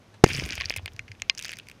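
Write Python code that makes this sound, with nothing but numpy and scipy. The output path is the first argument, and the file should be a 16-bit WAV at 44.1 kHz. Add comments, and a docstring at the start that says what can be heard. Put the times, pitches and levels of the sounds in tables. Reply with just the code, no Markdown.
"""Outdoors, quiet air and a distant hum lie under everything; a faint noise rustle comes just before the burst.
A pressurised bottle bursts close beside a small camera: steep pressure fronts and a crack overload its microphone.
At once pellets (noise scratches through resonances) and spray (dense noise grains) pelt the plastic housing;
its modes ring, lumps knock it and it swings on its mount, while the gas cloud buffets the microphone as low noise.
The spray thins out, then swells again with a second cluster of pellets before the air and hum remain."""
import sys
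import numpy as np
from scipy import signal
from scipy.fft import rfft, irfft, next_fast_len
from scipy.io import wavfile
from scipy.ndimage import uniform_filter1d, map_coordinates

SR = 44100
rng = np.random.default_rng(int(sys.argv[2]) if len(sys.argv) > 2 else 0)


def store_pcm(level_fs):
    """Save levels as 16-bit WAV."""
    pcm = np.round(np.clip(level_fs, -1, 1) * 32767).astype(np.int16)
    wavfile.write(sys.argv[1], SR, np.atleast_2d(pcm).T)


N = 79380

# open air around the microphone: pitch_hz, density_db (relative, per Hz)
AIR_SPECTRUM = [(25, -12), (60, -14.5), (118, -8.5), (250, -13), (500, -18.5), (1000, -23), (1500, -25),
                (3100, -29.5), (5000, -34), (6060, -32.5), (7350, -41.5), (12000, -45.5), (15000, -56)]
AIR_DB = -56.5
HUM_HZ, HUM_WIDTH_HZ, HUM_DB = 105, 2.1, -61.5

# gas cloud buffeting the microphone: start_s, level_db
BUFFET_LEVEL = [(.27, -47), (.3, -39.5), (.45, -41), (.55, -50.5), (.8, -53), (1.2, -61), (1.5, -61.5)]
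# its bass colour: pitch_hz, density_db (relative, per Hz)
BUFFET_SPECTRUM = [(25, -11.5), (50, 9), (100, 3), (170, -1.5), (280, -13.5), (400, -23)]
# low mids of the gas cloud: start_s, level_db
SWIRL_LEVEL = [(0.27, -48.5), (0.37, -49.5), (0.42, -46.5), (0.526, -54), (0.678, -58.5), (0.8, -73)]
# their colour: pitch_hz, density_db (relative, per Hz)
SWIRL_SPECTRUM = [(150, -6), (300, -7), (600, -11.5), (1000, -13.5), (1600, -10.5)]

# swings of the camera mount after a shove: start_s, level_db, pitch_hz
MOUNT_SWINGS = [(0.256, -28.5, 128), (0.306, -30, 99), (0.343, -27, 141), (0.376, -23.5, 128.5),
                (0.419, -29.5, 171.4), (0.429, -20.5, 64.8), (0.528, -34, 89), (0.58, -27, 70.5),
                (0.653, -31, 87), (0.774, -27, 89), (0.829, -29.5, 88.7), (.89, -41, 89), (0.939, -36, 105),
                (0.991, -39.5, 110.3), (1.029, -39.5, 88.4), (1.096, -33, 100.7), (1.169, -46.5, 83.4),
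                (1.21, -39.5, 85.3), (1.371, -43.5, 101)]
SWING_RISE_S, SWING_T60_S = 0.0053, 0.14

# dull knocks on the housing: start_s, level_db, pitch_hz
KNOCKS = [(0.2522, -26, 350), (0.264, -13.5, 320), (.291, -27.5, 700), (0.302, -24, 248),
          (.318, -25.5, 196), (.348, -28, 450), (0.38, -36, 400), (0.388, -21, 215), (0.4223, -20, 393),
          (0.464, -25.5, 298), (.51, -28, 285), (.578, -26, 696), (0.6108, -29, 607), (0.705, -18.5, 600),
          (.763, -27, 550), (0.795, -28.5, 785), (0.8602, -32, 700), (.879, -33, 825), (1.22, -33, 650),
          (1.2972, -29, 620), (1.447, -34.5, 700), (1.492, -33, 635)]
KNOCK_FADE_CYCLES = 0.54  # until it has faded to about a third

# resonances of the struck housing, in three groups: pitch_hz, width_hz, level_db (relative)
LOW_RESONANCES = [(1676, 410, -6), (2433, 410, 3.5), (3440, 1200, -4)]
UPPER_RESONANCES = [(4822, 750, -5), (6470, 1100, -4.5)]
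TREBLE_RESONANCES = [(8500, 2500, 0.5), (10850, 3600, 1.5), (13700, 9700, -6)]
LOW_EDGE_HZ, UPPER_EDGE_HZ = 3450, 5800  # these two groups fall off steeply above

# fine spray on the housing: start_s, level_db (of the summed groups, before their mix)
SPRAY_LEVEL = [(.24, -73), (.25, -44), (.27, -39), (.3, -35.5), (.4, -37.5), (.5, -43), (.56, -41.5),
               (.62, -47.5), (.7, -47), (.77, -57.5), (.81, -59.5), (1, -75), (1.35, -63.5), (1.4, -49.5),
               (1.53, -50), (1.6, -61.5), (1.7, -62.5), (1.8, -76)]
# gain of the spray's treble group as it thins: start_s, gain_db
SPRAY_TREBLE_GAIN = [(.24, 6), (.4, 5), (.7, -2), (1.3, -7)]
# mean mix of the spray, one per group low, upper, treble: level_db
SPRAY_MIX = [-3, -9.5, -22]
# steady hiss added to the grain envelope of rms 1, one row per group low, upper, treble: share (ratio)
SPRAY_HISS = [
    [1],
    [0.87],
    [.2],
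]
GRAINS_PER_S, GRAIN_SPREAD_DB, GRAIN_FADE_MS = 2500, 3.5, .5
SHIFT_PER_S, SHIFT_DB = 60, 3.5  # pace and spread of the changes in balance

# hard pellets that ring the housing: start_s (nearest pellet is used), level_db, favoured_hz, loss_db (per octave)
RINGING_BLOWS = [(.2426, -11.5, 1900, 29), (.3972, -27, 1990, 25), (.6098, -17, 1130, 7.5),
                 (.6976, -30, 4700, 10), (.7053, -27, 2100, 10), (.7635, -18, 2000, 17),
                 (.8591, -29, 2220, 18), (.8786, -41, 1810, 8), (0.9921, -30, 2140, 16),
                 (1.1152, -37.5, 2250, 19), (1.2191, -30.5, 2320, 9.5), (1.2977, -21.5, 3040, -1),
                 (1.533, -35, 2106, 7)]
# modes of the housing: pitch_hz, level_db (relative), t60_s
HOUSING_MODES = [(1096, -14.5, 0.045), (1848, -19, 0.067), (2080, -10, 0.055), (2570, -0.5, 0.021),
                 (2710, -25.5, 0.062), (2790, -12.5, 0.044), (4170, -4, 0.036), (4970, -5, 0.021)]
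MODE_SPREAD_DB = 0.32

# pellets on the housing: start_s, low_db, upper_db, treble_db (level of each group), length_ms
PELLETS = [(0.2426, -9.5, -7.5, -30, 2.64), (0.248, -34, -28, -41, 3.1), (0.262, -22.5, -28, -45, 3.7),
           (0.277, -45, -28, -42, 3), (0.2878, -33, -33, -45, 11), (0.3013, -38, -50, -49, 14),
           (0.3142, -45, -47, -52, 3.1), (0.3207, -48, -47, -54, 12), (0.3333, -38, -22.5, -42, 2.9),
           (0.338, -47, -42, -39, 5.5), (0.3494, -44, -19.5, -40, 3), (0.3552, -26, -29.5, -43.0, 5.8),
           (0.3646, -39, -28, -41, 4.1), (0.3726, -26, -34, -36, 3.3), (0.379, -26.5, -43, -51.0, 8.9),
           (0.3912, -30, -34.0, -45, 7.1), (0.3971, -19, -24, -51, 3.6), (0.4088, -29, -44, -59, 3.1),
           (0.4196, -36, -54, -58, 2.5), (0.4383, -47, -29, -49, 5.1), (0.453, -32, -31, -45, 3.4),
           (0.459, -30.5, -40, -40, 4.7), (0.472, -36, -50, -53, 4.7), (0.4902, -29, -34, -35, 2),
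           (0.4957, -32, -56, -56, 9.3), (0.501, -27, -54, -55, 7.6), (0.5067, -34, -19.5, -55, 2.1),
           (0.5232, -25, -24.5, -53, 3.2), (0.532, -36, -30, -47, 3), (0.5542, -35, -27, -32.5, 3.0),
           (0.5594, -48, -37, -53, 2.5), (0.571, -33, -41.0, -61, 5.2), (0.5789, -22.5, -46, -48.0, 1.4),
           (0.5823, -39, -32, -45, 2), (0.6012, -23, -37, -44.5, 8), (0.6098, -17, -19.5, -47, 1.4),
           (0.618, -23, -35, -52, 4.3), (0.63, -34.0, -55, -63, 2.9), (0.6359, -29, -57, -71.0, 1.2),
           (0.6421, -28, -50, -63, 3.5), (0.652, -49, -33, -45, 1.6), (0.6569, -32, -18, -44, 3.7),
           (0.6646, -40, -48, -61.0, 2.2), (0.6875, -37, -40, -59, 1.6), (0.6978, -37, -13.5, -30.5, 0.95),
           (0.7053, -15, -45, -40, 2.2), (0.7142, -32, -41, -38.5, 1.8), (0.724, -28, -54, -62, 4.6),
           (0.7391, -25.5, -34, -58, 3.8), (0.754, -40, -59, -71.0, 2.6), (0.7627, -24, -35, -29.5, 7.3),
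           (0.7726, -34, -35, -34, 5.3), (0.7838, -27, -46, -68, 1.7), (0.7915, -41, -68, -68.0, 9.4),
           (0.859, -24, -28.5, -31, 2.4), (0.8779, -29, -45.5, -69, 6.3), (0.92, -48.5, -60, -64, 1.3),
           (0.934, -93, -50.5, -51.5, 4.7), (0.9641, -44.5, -40.5, -52, 3.1), (0.9929, -21, -33, -47, 3.3),
           (1.0802, -40, -51.5, -65.5, 10.5), (1.1165, -31.5, -40, -54.5, 4.5), (1.151, -47.5, -69, -70, 2),
           (1.1984, -44, -55, -57, 5.7), (1.22, -20, -19.5, -35.5, 2.76), (1.2975, -7, -10, -46.5, 3.24),
           (1.3502, -46, -34.5, -51, 2.9), (1.3763, -34.5, -29.5, -55, 4.6), (1.382, -42, -26, -36, 3.6),
           (1.392, -27, -26.5, -40, 3), (1.3978, -31, -41, -37, 3.7), (1.4125, -37, -37, -44, 1.6),
           (1.4246, -33, -31, -32, 4.1), (1.4369, -39, -34, -44, 1.8), (1.44, -38, -48, -40, 2.0),
           (1.447, -31, -23, -42, 3.6), (1.4529, -26.5, -26.5, -37, 3.2), (1.4609, -34, -40, -37, 1.7),
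           (1.4642, -38, -36, -60.0, 2.6), (1.4816, -33, -33.5, -44.5, 3.5), (1.4932, -25, -29, -44, 3.3),
           (1.5002, -34.5, -46, -49, 3.6), (1.5066, -35, -37.5, -52.0, 6.2),
           (1.5181, -29, -40.5, -33.5, 2.6), (1.53, -29, -35, -52, 4.2), (1.535, -28.0, -37, -38, 2.7),
           (1.557, -52.5, -47, -58, 5.2), (1.57, -39.5, -35, -44, 2.5), (1.5863, -33.5, -40, -38.5, 5.8),
           (1.598, -31.5, -53, -60, 4.1), (1.635, -54, -58, -67.5, 2), (1.67, -43, -51.5, -54.5, 3.3),
           (1.686, -35.5, -38, -40.5, 3.4), (1.6985, -38.5, -44, -45.5, 3.3),
           (1.7141, -37, -46, -45.5, 3.5)]
# loud pellets whose groups lean to or from their top resonance: start_s, low_lift_db, upper_lift_db
PELLET_LEANS = [(.262, -7, 3), (.277, 0, -5), (.3331, 4, -4.5), (.3492, 0, -22), (.3643, 0, 12),
                (.3968, -5.5, 2), (.4383, 4, -14), (.5063, -4, -27), (.6097, -10, -12), (.6569, -3, -7.5),
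                (.6974, -7, -13), (.7054, -7, 0), (.7134, 10, 6), (.8587, 5, -9), (.9925, -0.5, 4),
                (1.22, 2, 8.5), (1.2975, 5, -3.5), (1.3501, -3.5, 14), (1.392, 9.5, 10), (1.447, 7, -8.5),
                (1.597, 10.5, 10)]
FADE_PER_LENGTH = 0.45  # the scratch fades to about a third in this share of its length
TICK_MS = 8.64  # first contact over the scratch: (this / length) squared, so short hits are nearly one tick
COLOUR_SPREAD, LEAN_SPREAD_DB, LEAN_MATCH_S = .025, 4, .003

# pressure fronts, direct then off nearby surfaces: start_s, level_db, push_ms, rebound (share), rise_ms
SHOCK_FRONTS = [(.23931, 24.5, .99, 1, .2), (.24043, 20, .06, 0, .08), (.24185, 25.5, .27, 0, .4),
                (.2436, 5.5, 1.5, .3, .9)]
# colour of the crack and the rustle: pitch_hz, density_db (relative, per Hz)
CRACK_SPECTRUM = [(300, 3.5), (1500, 5.5), (4000, -4), (8000, -12.5), (15000, -42)]
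CRACK_S, CRACK_DB, CRACK_T60_S = .2385, -6.5, 0.017
RUSTLE_S, RUSTLE_DB, RUSTLE_T60_S = .141, -50, 0.082

# the microphone
BASS_CUT_HZ, CLIP_HARDNESS, TOP_HZ = 25, 14, 15700


def amp(db):
    """Amplitude ratio of a level in dB."""
    return 10 ** (np.asarray(db) / 20)


def unit(x):
    """x scaled to rms 1."""
    return x / np.sqrt(np.mean(x ** 2) + 1e-20)


def filtered(x, response):
    """x shaped by a complex response of frequency, zero-padded so that tails do not wrap."""
    size = next_fast_len(N + SR // 2)
    return irfft(rfft(x, size) * response(np.fft.rfftfreq(size, 1 / SR)), size)[..., :N]


def noise(spectrum):
    """Coloured noise of rms 1, with steep skirts outside the spectrum."""
    below = (spectrum[0][0] * .7, -120)
    above = (spectrum[-1][0] * 1.15, -120)
    f, db = np.transpose([below] + list(spectrum) + [above])
    colour = lambda hz: amp(np.interp(np.log(hz + 1), np.log(f), db))
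    return unit(filtered(rng.standard_normal(N), colour))


def curve(rows):
    """Gain per sample: practically silent before the first row, held after the last."""
    s, db = np.transpose(rows)
    return amp(np.interp(np.arange(N) / SR, s, db, left=-120, right=db[-1]))


def since(s):
    """Seconds elapsed since s, and whether it has come."""
    t = np.arange(N) / SR - s
    return np.maximum(t, 0), t >= 0


def peaks(table):
    """Response of causal damped resonances, summed with alternating sign."""
    def response(f):
        total = 0
        for k, (centre, width, db) in enumerate(table):
            damping = 1j * f * width
            total = total + (-1) ** k * amp(db) * damping / (centre ** 2 - f ** 2 + damping)
        return total
    return response


def soft(edge_hz):
    """Response of a causal steep low-pass."""
    return lambda f: 1 / (1 + 1j * np.sqrt(2) * f / edge_hz - (f / edge_hz) ** 2) ** 2


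def groups(f, lean_db=(0, 0)):
    """Responses of the housing's three groups; lean_db lifts the top resonance of the low and upper ones."""
    low, upper = [list(body[:-1]) + [np.add(body[-1], [0, 0, db])]
                  for body, db in zip((LOW_RESONANCES, UPPER_RESONANCES), lean_db)]
    bass_cut = 1j * f / (1200 + 1j * f)
    return np.array([peaks(low)(f) * soft(LOW_EDGE_HZ)(f) * bass_cut,
                     -peaks(upper)(f) * soft(UPPER_EDGE_HZ)(f),
                     peaks(TREBLE_RESONANCES)(f)])


def outdoors():
    """Quiet air as coloured noise, and a far hum as noise through one narrow resonance."""
    hum = unit(filtered(rng.standard_normal(N), peaks([(HUM_HZ, HUM_WIDTH_HZ, 0)])))
    return amp(AIR_DB) * noise(AIR_SPECTRUM) + amp(HUM_DB) * hum


def gas():
    """The gas cloud buffets the microphone: bass noise and low-mid noise, each with its own level."""
    buffet = curve(BUFFET_LEVEL) * noise(BUFFET_SPECTRUM)
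    swirl = curve(SWIRL_LEVEL) * noise(SWIRL_SPECTRUM)
    return buffet + swirl


def mount():
    """The camera swings on its mount: low damped sines pushed either way."""
    out = np.zeros(N)
    for s, db, hz in MOUNT_SWINGS:
        t, _ = since(s)
        envelope = (1 - np.exp(-t / SWING_RISE_S)) * amp(-60 * t / SWING_T60_S)
        out += amp(db) * rng.choice([-1, 1]) * np.sin(2 * np.pi * hz * t) * envelope
    return out


def knocks():
    """Heavy lumps knock the housing dully: one quickly damped swing either way."""
    out = np.zeros(N)
    for s, db, hz in KNOCKS:
        cycles = hz * since(s)[0]
        envelope = np.minimum(4 * cycles, 1) * np.exp(-cycles / KNOCK_FADE_CYCLES)
        out += amp(db) * rng.choice([-1, 1]) * np.sin(2 * np.pi * cycles) * envelope
    return out


def spray():
    """Dense tiny noise grains and hiss excite the housing's resonances, whose balance keeps shifting."""
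    ticks = (rng.random(N) < GRAINS_PER_S / SR) * amp(GRAIN_SPREAD_DB * rng.exponential(size=N))
    grains = signal.lfilter([1], [1, -np.exp(-1000 / (GRAIN_FADE_MS * SR))], ticks)
    envelope = unit(grains) + np.array(SPRAY_HISS)
    parts = filtered(envelope * rng.standard_normal((3, N)), groups)
    knots = rng.standard_normal((3, int(N * SHIFT_PER_S / SR) + 4))
    knot_position = np.arange(N) * SHIFT_PER_S / SR
    mixed = []
    for db, part, knot in zip(SPRAY_MIX, parts, knots):
        shift_db = SHIFT_DB * map_coordinates(knot, [knot_position])  # smooth between knots
        mixed.append(amp(db + shift_db) * unit(part))
    low, upper, treble = mixed
    return curve(SPRAY_LEVEL) * (low + upper + curve(SPRAY_TREBLE_GAIN) * treble)


def ringing():
    """Hard pellets set off the housing's decaying modes, weighted by distance from each blow's favoured pitch."""
    out = np.zeros(N)
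    for s, level_db, near_hz, loss_db in RINGING_BLOWS:
        pellet_s = min((pellet[0] for pellet in PELLETS), key=lambda hit_s: abs(hit_s - s))
        t, _ = since(pellet_s)
        onset = 1 - np.exp(-t * 1000)
        for hz, mode_db, t60 in HOUSING_MODES:
            away_db = loss_db * abs(np.log2(hz / near_hz))
            start_db = level_db + mode_db - away_db + rng.normal(0, MODE_SPREAD_DB)
            out += amp(start_db - 60 * t / t60) * np.sin(2 * np.pi * hz * t) * onset
    return out


def pellets():
    """Each pellet is a tick and a short noise scratch, with the housing's resonances shifted slightly at random."""
    out, t = np.zeros(N + SR), np.arange(SR // 16) / SR
    f = np.fft.rfftfreq(len(t), 1 / SR)
    for s, low_db, upper_db, treble_db, ms in PELLETS:
        scratch = rng.standard_normal((3, len(t))) * np.exp(-t * 1000 / (FADE_PER_LENGTH * ms))
        scratch[:, 0] = (TICK_MS / ms) ** 2
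        random_lean = rng.normal(0, LEAN_SPREAD_DB, size=2)
        lean_db = next((db for at_s, *db in PELLET_LEANS if abs(at_s - s) < LEAN_MATCH_S), random_lean)
        shift = np.exp(rng.normal(0, COLOUR_SPREAD))
        parts = irfft(rfft(scratch) * groups(f * shift, lean_db), len(t))
        # level is set by the loudest stretch of 50 samples
        peak = np.sqrt(2 * uniform_filter1d(parts ** 2, size=50).max(axis=1))
        out[round(s * SR):][:len(t)] += (amp([low_db, upper_db, treble_db]) / peak) @ parts
    return out[:N]


def push(s, push_ms, rebound, rise_ms):
    """One pressure front and its rebound, inverted by the microphone."""
    ms = since(s)[0] * 1000
    u = ms / push_ms
    rise = 1 - np.exp(-(ms / rise_ms) ** 2)
    return -rise * (1 - rebound * u) * np.exp(-u)


def rustle():
    """A faint decaying rustle of noise before the burst."""
    t, on = since(RUSTLE_S)
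    return on * amp(RUSTLE_DB - 60 * t / RUSTLE_T60_S) * noise(CRACK_SPECTRUM)


def burst():
    """The bottle bursts: direct and reflected pressure fronts with a crack of decaying noise."""
    t, on = since(CRACK_S)
    onset = np.minimum(t * 1000, 1) ** 2  # over 1 ms
    crack = on * onset * amp(CRACK_DB - 60 * t / CRACK_T60_S) * noise(CRACK_SPECTRUM)
    fronts = sum(amp(db) * push(s, *shape) for s, db, *shape in SHOCK_FRONTS)
    return fronts + crack


def scene():
    """Everything that reaches the microphone, as one channel."""
    background = outdoors() + gas()
    housing = mount() + knocks() + spray() + ringing() + pellets()
    return (background + housing + rustle() + burst())[None]


def record(dry):
    """The microphone rolls off the bass, overloads with a hard knee, then limits the band."""
    x = filtered(dry, lambda hz: 1j * hz / (BASS_CUT_HZ + 1j * hz))
    x = x / (1 + np.abs(x) ** CLIP_HARDNESS) ** (1 / CLIP_HARDNESS)
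    return filtered(x, lambda hz: 1 / (1 + (hz / TOP_HZ) ** 60))


dry = scene()
out = record(dry)
store_pcm(out)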